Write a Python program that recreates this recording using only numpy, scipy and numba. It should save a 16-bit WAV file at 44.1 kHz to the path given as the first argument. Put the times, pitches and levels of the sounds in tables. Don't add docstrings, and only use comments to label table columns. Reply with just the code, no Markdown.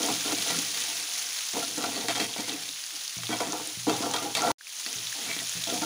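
import sys
import numpy as np
from scipy import signal
from scipy.fft import rfft, irfft
from scipy.io import wavfile
from scipy.ndimage import uniform_filter1d
from numba import njit

SR = 44100
rng = np.random.default_rng(int(sys.argv[2]) if len(sys.argv) > 2 else 0)


def waveform_to_disk(signal):
    frames = np.transpose(np.atleast_2d(signal))
    scaled = np.clip(frames, -1, 1) * 32767
    samples = np.round(scaled).astype(np.int16)
    wavfile.write(sys.argv[1], SR, samples)


N = 257984

# (time [s], level [dB])
FIZZ_LEVELS = [
    [(0, -30), (.69, -30.5), (1.08, -32), (1.52, -32), (2.3, -35.5), (2.86, -36), (3.3, -35.5), (3.8, -36),
     (4.0, -34), (4.3, -36), (4.51, -32.5)],
    [(4.86, -34.5), (5.1, -33), (5.4, -33.5), (5.85, -32)],
]
# (frequency [Hz], relative density [dB per Hz])
FIZZ_SPECTRUM = [(100, -36), (600, -19), (1200, -13), (2000, -8.5), (3500, -2.5), (5000, -3.5), (6500, -1),
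                 (7300, -6.5), (8200, -12), (9700, -4.5), (11000, -13), (13800, -22.5), (14600, -14.5),
                 (15600, -8.5)]
# (time [s], relative level [dB], pitch [Hz])
LONE_POPS = [(0.0296, -20.5, 6230), (0.061, -19.5, 6850), (0.1385, -26, 4150), (0.3475, -25, 3700),
             (0.4945, -22, 4050), (0.5878, -19, 6630), (0.8202, -25, 3400), (1.268, -28, 6000),
             (1.6483, -26, 4300), (2.2004, -21, 4200), (2.3377, -27, 3430), (2.4941, -23.5, 3640),
             (2.689, -26.5, 3700), (2.8385, -27, 4600), (2.8635, -27, 6750), (2.9634, -26, 4970),
             (3.0488, -30, 6220), (3.078, -23, 4930), (3.18, -26, 6200), (3.2682, -25, 3600),
             (3.387, -26, 5900), (3.522, -20.5, 6400), (3.6726, -22.5, 9000), (4.112, -23, 6640),
             (4.419, -19, 6400), (4.609, -25, 1650), (4.6688, -28, 2460), (4.789, -30, 6700),
             (4.9284, -21.5, 6200), (5.07, -26.5, 3600), (5.1244, -27, 6630), (5.251, -29, 3150),
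             (5.126, -32, 1780), (5.3132, -25, 2250), (5.389, -25, 3650), (5.471, -25, 6170),
             (5.494, -21, 6900), (5.6193, -32, 3500), (5.6375, -22.5, 3640), (5.6997, -23, 3620)]
# (start [s], end [s], first relative level [dB],
# last relative level [dB], centre of the pan's ring [Hz], bare steel edge relative to the drag [dB])
SCRAPES = [(0, 0.078, -33.5, -31.5, 408, -14), (0.085, 0.25, -26, -53.5, 423, -9),
           (0.243, 0.33, -34.5, -28, 335, -9), (0.367, 0.45, -37, -44, 336, 0),
           (0.458, 0.563, -39.5, -38, 590, 3), (0.571, 0.719, -38.5, -48, 464, 0),
           (0.739, 1.055, -45, -52, 580, 6.5), (1.077, 1.316, -54, -53, 800, -6),
           (1.543, 1.64, -32, -35.5, 440, -27), (1.667, 1.758, -41, -49, 330, -12),
           (1.771, 1.894, -35, -31.5, 460, -8), (1.909, 2.062, -36.5, -36, 425, -4),
           (2.082, 2.133, -27.5, -37.5, 720, 3), (2.148, 2.198, -34.5, -38, 600, 2.5),
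           (2.194, 2.262, -27, -33.5, 407, -2), (2.279, 2.347, -43, -49, 450, -2),
           (2.38, 2.46, -33, -44.5, 400, -0.5), (2.476, 2.704, -37, -54.5, 390, -2.5),
           (2.923, 3.004, -48.5, -58, 480, -15), (3.176, 3.28, -48, -73, 350, -4),
           (3.303, 3.395, -24.5, -42, 460, -8), (3.396, 3.518, -30, -40, 570, -7),
           (3.535, 3.751, -32.5, -53.5, 463, -26), (3.877, 3.993, -24.5, -37.5, 480, -8.5),
           (4.013, 4.147, -28.5, -38, 564, -25), (4.137, 4.215, -24.5, -41.5, 885, -7),
           (4.216, 4.325, -30, -41, 487, -15), (4.356, 4.412, -29.5, -29.5, 580, -2),
           (4.416, 4.533, -26.5, -21.5, 710, -16.5), (4.86, 5.044, -44, -58.5, 378, -24.5),
           (5.148, 5.284, -46.5, -40.5, 487, -3), (5.283, 5.426, -47, -50, 400, 10.5),
           (5.553, 5.637, -46.5, -59, 350, 6), (5.67, 5.785, -33, -35, 420, -12),
           (5.818, 5.852, -22.5, -36, 450, -19)]
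# (time [s], relative level [dB], centre of the pan's ring [Hz], relative crack level [dB])
SPATULA_KNOCKS = [(0.004, -28, 244, -38), (0.032, -28, 398, -30), (0.087, -26.5, 457, -37),
                  (0.26, -31.5, 236, -31), (0.322, -24, 318, -28), (0.463, -33, 455, -40),
                  (0.504, -26.5, 690, -29), (0.745, -52, 764, -26.5), (1.535, -31, 248, -30),
                  (1.567, -25.5, 340, -34), (1.778, -25, 216, -38), (1.839, -22.5, 740, -29),
                  (1.938, -36, 291, -41), (1.977, -32, 307, -42), (2.086, -29, 460, -48),
                  (2.198, -40, 500, -35), (2.224, -36, 314, -42), (2.362, -31.5, 680, -30.5),
                  (2.389, -28, 277, -45), (2.484, -42, 680, -37), (2.52, -38, 310, -33),
                  (3.234, -43, 727, -27), (3.291, -23, 216, -30), (3.336, -31, 264, -41),
                  (3.405, -23, 770, -26), (3.471, -25.5, 242, -41), (3.529, -25.5, 666, -40),
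                  (3.599, -33, 696, -46), (3.869, -17, 312, -42), (3.896, -22.5, 710, -22),
                  (4.006, -27.5, 230, -45), (4.037, -25.5, 650, -45), (4.059, -25.5, 630, -33),
                  (4.138, -23, 1330, -22), (4.163, -51, 1350, -22.5), (4.351, -35, 315, -18),
                  (4.439, -23, 676, -30), (4.863, -38.5, 283, -26), (5.289, -35.5, 324, -31),
                  (5.365, -36.5, 275, -28), (5.415, -41, 283, -36), (5.673, -35, 280, -31),
                  (5.723, -24.5, 290, -35), (5.817, -32, 294, -44)]
# (time [s], relative bump level [dB], relative rocking level [dB], centre of the ring [Hz])
GRATE_BUMPS = [(0.037, -44, -50, 130), (0.297, -38, -65, 120), (0.491, -62, -44, 181),
               (1.534, -43, -63, 140), (1.836, -43, -44.5, 121), (2.388, -44.5, -69, 130),
               (3.168, -34.5, -41, 127), (3.772, -34.5, -42, 140), (3.873, -40, -46, 120),
               (4.351, -52.5, -61, 119), (4.958, -38, -50, 111), (5.266, -59, -45.5, 162),
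               (5.553, -36, -45, 147)]
# (frequency [Hz], relative level [dB], T60 [s])
PAN_MODES = [(209.3, -1.5, 0.1), (246, -3.5, 0.19), (283.6, 4, 0.097), (311, 2, 0.18), (415, -1, 0.14),
             (466.2, -1.5, 0.14), (503, -2.5, 0.16), (550, -11, 0.095), (675.4, 3, 0.095),
             (719.3, 1.5, 0.17), (783, -9, 0.088), (813, 2, 0.084), (901, -0.5, 0.075), (972, -2, 0.079),
             (1060, -8, 0.042), (1160, -1.5, 0.072), (1212, -8.5, 0.16), (1366, 4, 0.054),
             (1497, -6.5, 0.17), (1550, -23, 0.08)]
# (frequency [Hz], relative level [dB], T60 [s])
BLADE_MODES = [(1955, 3, 0.059), (2112, -2, 0.097), (2303, 4, 0.061), (2410, -3, 0.051), (2650, 4.5, 0.059),
               (3180, -27, 0.05), (3248, 6, 0.077), (3640, 8.5, 0.029), (4040, 6, 0.022),
               (4460, 3.5, 0.077)]
# (frequency [Hz], relative level [dB], T60 [s])
GRATE_MODES = [(101, 0.5, 0.17), (118.7, 3.5, 0.53), (168.5, 5, 0.33), (230, 2, 0.051)]

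CUT_S, RESUME_S, FADE_S = 4.517, 4.584, 0.24
MIC_LOW_HZ, TOP_HZ = 86.5, 15500
ROCK_S, PUSH_S = 0.13, 0.069
STIR_DB, STIR_S = 12, 0.0067


def undb(db):
    return 10 ** (np.asarray(db) / 20)


def unit(x):
    return x / np.sqrt(np.mean(x ** 2))


def decay_after(times, db, tau_s):
    starts = np.zeros(N)
    starts[(times * SR).astype(int)] = undb(db)
    return signal.lfilter([1], [1, -np.exp(-1 / (tau_s * SR))], starts)


def lag(x, tau_s):
    r = np.exp(-1 / (tau_s * SR))
    return signal.lfilter([1 - r], [1, -r], x)


def wander(rate):
    hold = int(SR / rate)
    steps = np.repeat(rng.standard_normal(N // hold + 1), hold)
    return unit(uniform_filter1d(steps, hold)[:N])


def near_db(hz, centre_hz, octaves):
    return -3 * (np.log2(hz / centre_hz) / octaves) ** 2


def ring(force, hz, t60):
    r, w = np.exp(-np.log(1000) / (t60 * SR)), 2 * np.pi * hz / SR
    passages = np.split(force, [int(RESUME_S * SR)])
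    recursion = [1, -2 * r * np.cos(w), r * r]
    return np.hstack([signal.lfilter([.5, 0, -.5], recursion, part) for part in passages])


def slips(rate, scatter_db):
    happens = rng.random(N) < rate / SR
    size = undb(scatter_db * np.minimum(rng.exponential(size=N), 4))
    return unit(happens * rng.standard_normal(N) * size)


def strokes():
    drag, edge, pan_hz = np.zeros(N), np.zeros(N), np.full(N, 500.)
    for start, end, first_db, last_db, hz, edge_db in SCRAPES:
        a, b = int(start * SR), min(int(end * SR), N)
        drag[a:b] = undb(np.linspace(first_db, last_db, b - a))
        edge[a:b] = drag[a:b] * undb(edge_db)
        pan_hz[a:b] = hz
    return drag, pan_hz, edge


def fizz_amplitude():
    t = np.arange(N) / SR
    first, second = (np.interp(t, *np.transpose(rows)) for rows in FIZZ_LEVELS)
    return undb(np.where(t < RESUME_S, first, second))


@njit
def bubbles(at, hz, cycles, size, count):
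    out = np.zeros(count + 4096)
    for k in range(len(at)):
        step = hz[k] / SR / cycles[k]
        turn = np.exp(2j * np.pi * hz[k] / SR - step)
        z = size[k] * np.e * step + 0j
        for i in range(min(4096, int(8 / step))):
            out[at[k] + i] += i * z.imag
            z *= turn
    return out[:count]


def colour(x, points):
    hz, power = signal.welch(x, SR, nperseg=512)
    point_hz, point_db = np.transpose(points)
    target_db = np.interp(np.log(hz + 1), np.log(point_hz), point_db)
    log_gain = target_db * np.log(10) / 20 - np.log(power) / 2
    cepstrum = irfft(log_gain)
    cepstrum[1:256] *= 2
    cepstrum[257:] = 0
    impulse = irfft(np.exp(rfft(cepstrum)))
    return signal.fftconvolve(x, impulse)[:N]


def kitchen(db=-77, hz=60):
    rumble = signal.lfilter(*signal.butter(1, hz, fs=SR), rng.standard_normal(N))
    return undb(db) * unit(rumble)


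def grate(drag, bump_db=-38, bump_s=0.00052, rock_db=-38, push_db=-55, octaves=0.35):
    s, db, after_db, centre_hz = np.transpose(GRATE_BUMPS)
    push = undb(push_db) * lag(drag, PUSH_S)
    cut = int(RESUME_S * SR)
    out = 0
    for hz, mode_db, t60 in GRATE_MODES:
        spot_db = near_db(hz, centre_hz, octaves)
        rocking = decay_after(s, after_db + rock_db + spot_db, ROCK_S) + push
        rocking[cut:] -= rocking[cut] * np.exp(-np.arange(N - cut) / (ROCK_S * SR))
        bump = decay_after(s, db + bump_db + spot_db, bump_s)
        force = bump + np.maximum(rocking, 0) * slips(1000, 4.0)
        out = out + undb(mode_db) * ring(force, hz, t60)
    return out


def pan(drag, drag_hz, octaves=1.0, drag_octaves=1.0, knock_db=-11, chatter_db=-24, chatter_s=0.0059,
        drag_db=-46, frying_db=-70, shift_db=3.5):
    s, db, centre_hz, _ = np.transpose(SPATULA_KNOCKS)
    sides = np.sign(rng.standard_normal((len(s), len(PAN_MODES)))).T
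    frying = fizz_amplitude() * undb(frying_db)
    out = 0
    for (hz, mode_db, t60), side in zip(PAN_MODES, sides):
        blow_db = db + knock_db + near_db(hz, centre_hz, octaves)
        rub_db = drag_db + near_db(hz, drag_hz, drag_octaves) + shift_db * wander(25)
        rubbing = drag * undb(rub_db) / np.sqrt(t60)
        chatter = decay_after(s, blow_db + chatter_db, chatter_s)
        force = (chatter + frying) * rng.standard_normal(N) + rubbing * slips(1500, 4.5)
        force[(s * SR).astype(int)] += side * undb(blow_db)
        out = out + undb(mode_db) * ring(force, hz, t60)
    return out


def blade(edge, crack_db=-4, ring_db=-39, rasp_db=-2, shift_db=3.5, low_hz=1000, top_hz=7500):
    s, _, _, db = np.transpose(SPATULA_KNOCKS)
    crack = decay_after(s, db + crack_db, .005) + decay_after(s, db + crack_db + 5, .001)
    force = edge * slips(4000, 3.9) + crack * rng.standard_normal(N)
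    rasp = signal.sosfilt(signal.butter(2, [low_hz, top_hz], "band", fs=SR, output="sos"), force)
    out = undb(rasp_db) * rasp
    for hz, mode_db, t60 in BLADE_MODES:
        contact = undb(mode_db + ring_db + shift_db * wander(20))
        out = out + ring(force * contact, hz, t60)
    return out


def pops(gain_db=5.0, tail_db=-12, tail_s=0.0086, late_s=0.00091):
    s, db, hz = np.transpose(LONE_POPS)
    start_s = s + late_s
    cycles = np.full(len(s), 1.3)
    hiss = unit(colour(rng.standard_normal(N), FIZZ_SPECTRUM))
    spray = decay_after(start_s, db + tail_db, tail_s) * hiss
    return bubbles((start_s * SR).astype(np.int64), hz, cycles, undb(db + gain_db), N) + spray


def fizz(drag, rate=2500, scatter_db=5.0, biggest_db=15, cycles=0.91, hiss_db=5.5,
         spurt_rate=45, spurt_db=-6, spurt_s=0.0071):
    when, pitch, chance, length = rng.random((int(rate * N / SR), 4)).T
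    hz = 1500 * 2 ** (3.45 * pitch)
    size = undb(np.minimum(-scatter_db * np.log(chance), biggest_db)) * hz ** 0.75
    grains = bubbles((when * N).astype(np.int64), hz, cycles * (.5 + length), size, N)
    mix = unit(grains) + undb(hiss_db) * rng.standard_normal(N)
    spurt_when, spurt_size = rng.random((int(spurt_rate * N / SR), 2)).T
    spurts = 1.5 + decay_after(spurt_when * N / SR, spurt_db + 12 * (spurt_size - .5), spurt_s)
    stirring = 1 + undb(STIR_DB) * lag(drag, STIR_S)
    return unit(colour(mix, FIZZ_SPECTRUM) * spurts) * fizz_amplitude() * stirring


def scene():
    drag, drag_hz, edge = strokes()
    near = grate(drag) + pan(drag, drag_hz) + blade(edge) + pops() + fizz(drag)
    bass_cut = signal.butter(3, MIC_LOW_HZ, "high", fs=SR, output="sos")
    mono = kitchen() + signal.sosfilt(bass_cut, near)
    return np.array([mono, mono])


def record(dry):
    t = np.arange(N) / SR
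    gone = np.maximum(t - CUT_S, 0)
    stop = np.maximum(undb(-12000 * gone), undb(-27 - 1500 * gone))
    rise = np.clip(0.098 + (t - RESUME_S) / FADE_S, 0, 1) ** 1.11
    edit = np.where(t < RESUME_S, stop, rise)
    top_cut = signal.ellip(10, .2, 75, TOP_HZ, fs=SR, output="sos")
    return signal.sosfilt(top_cut, dry * edit)


dry = scene()
out = record(dry)
waveform_to_disk(out)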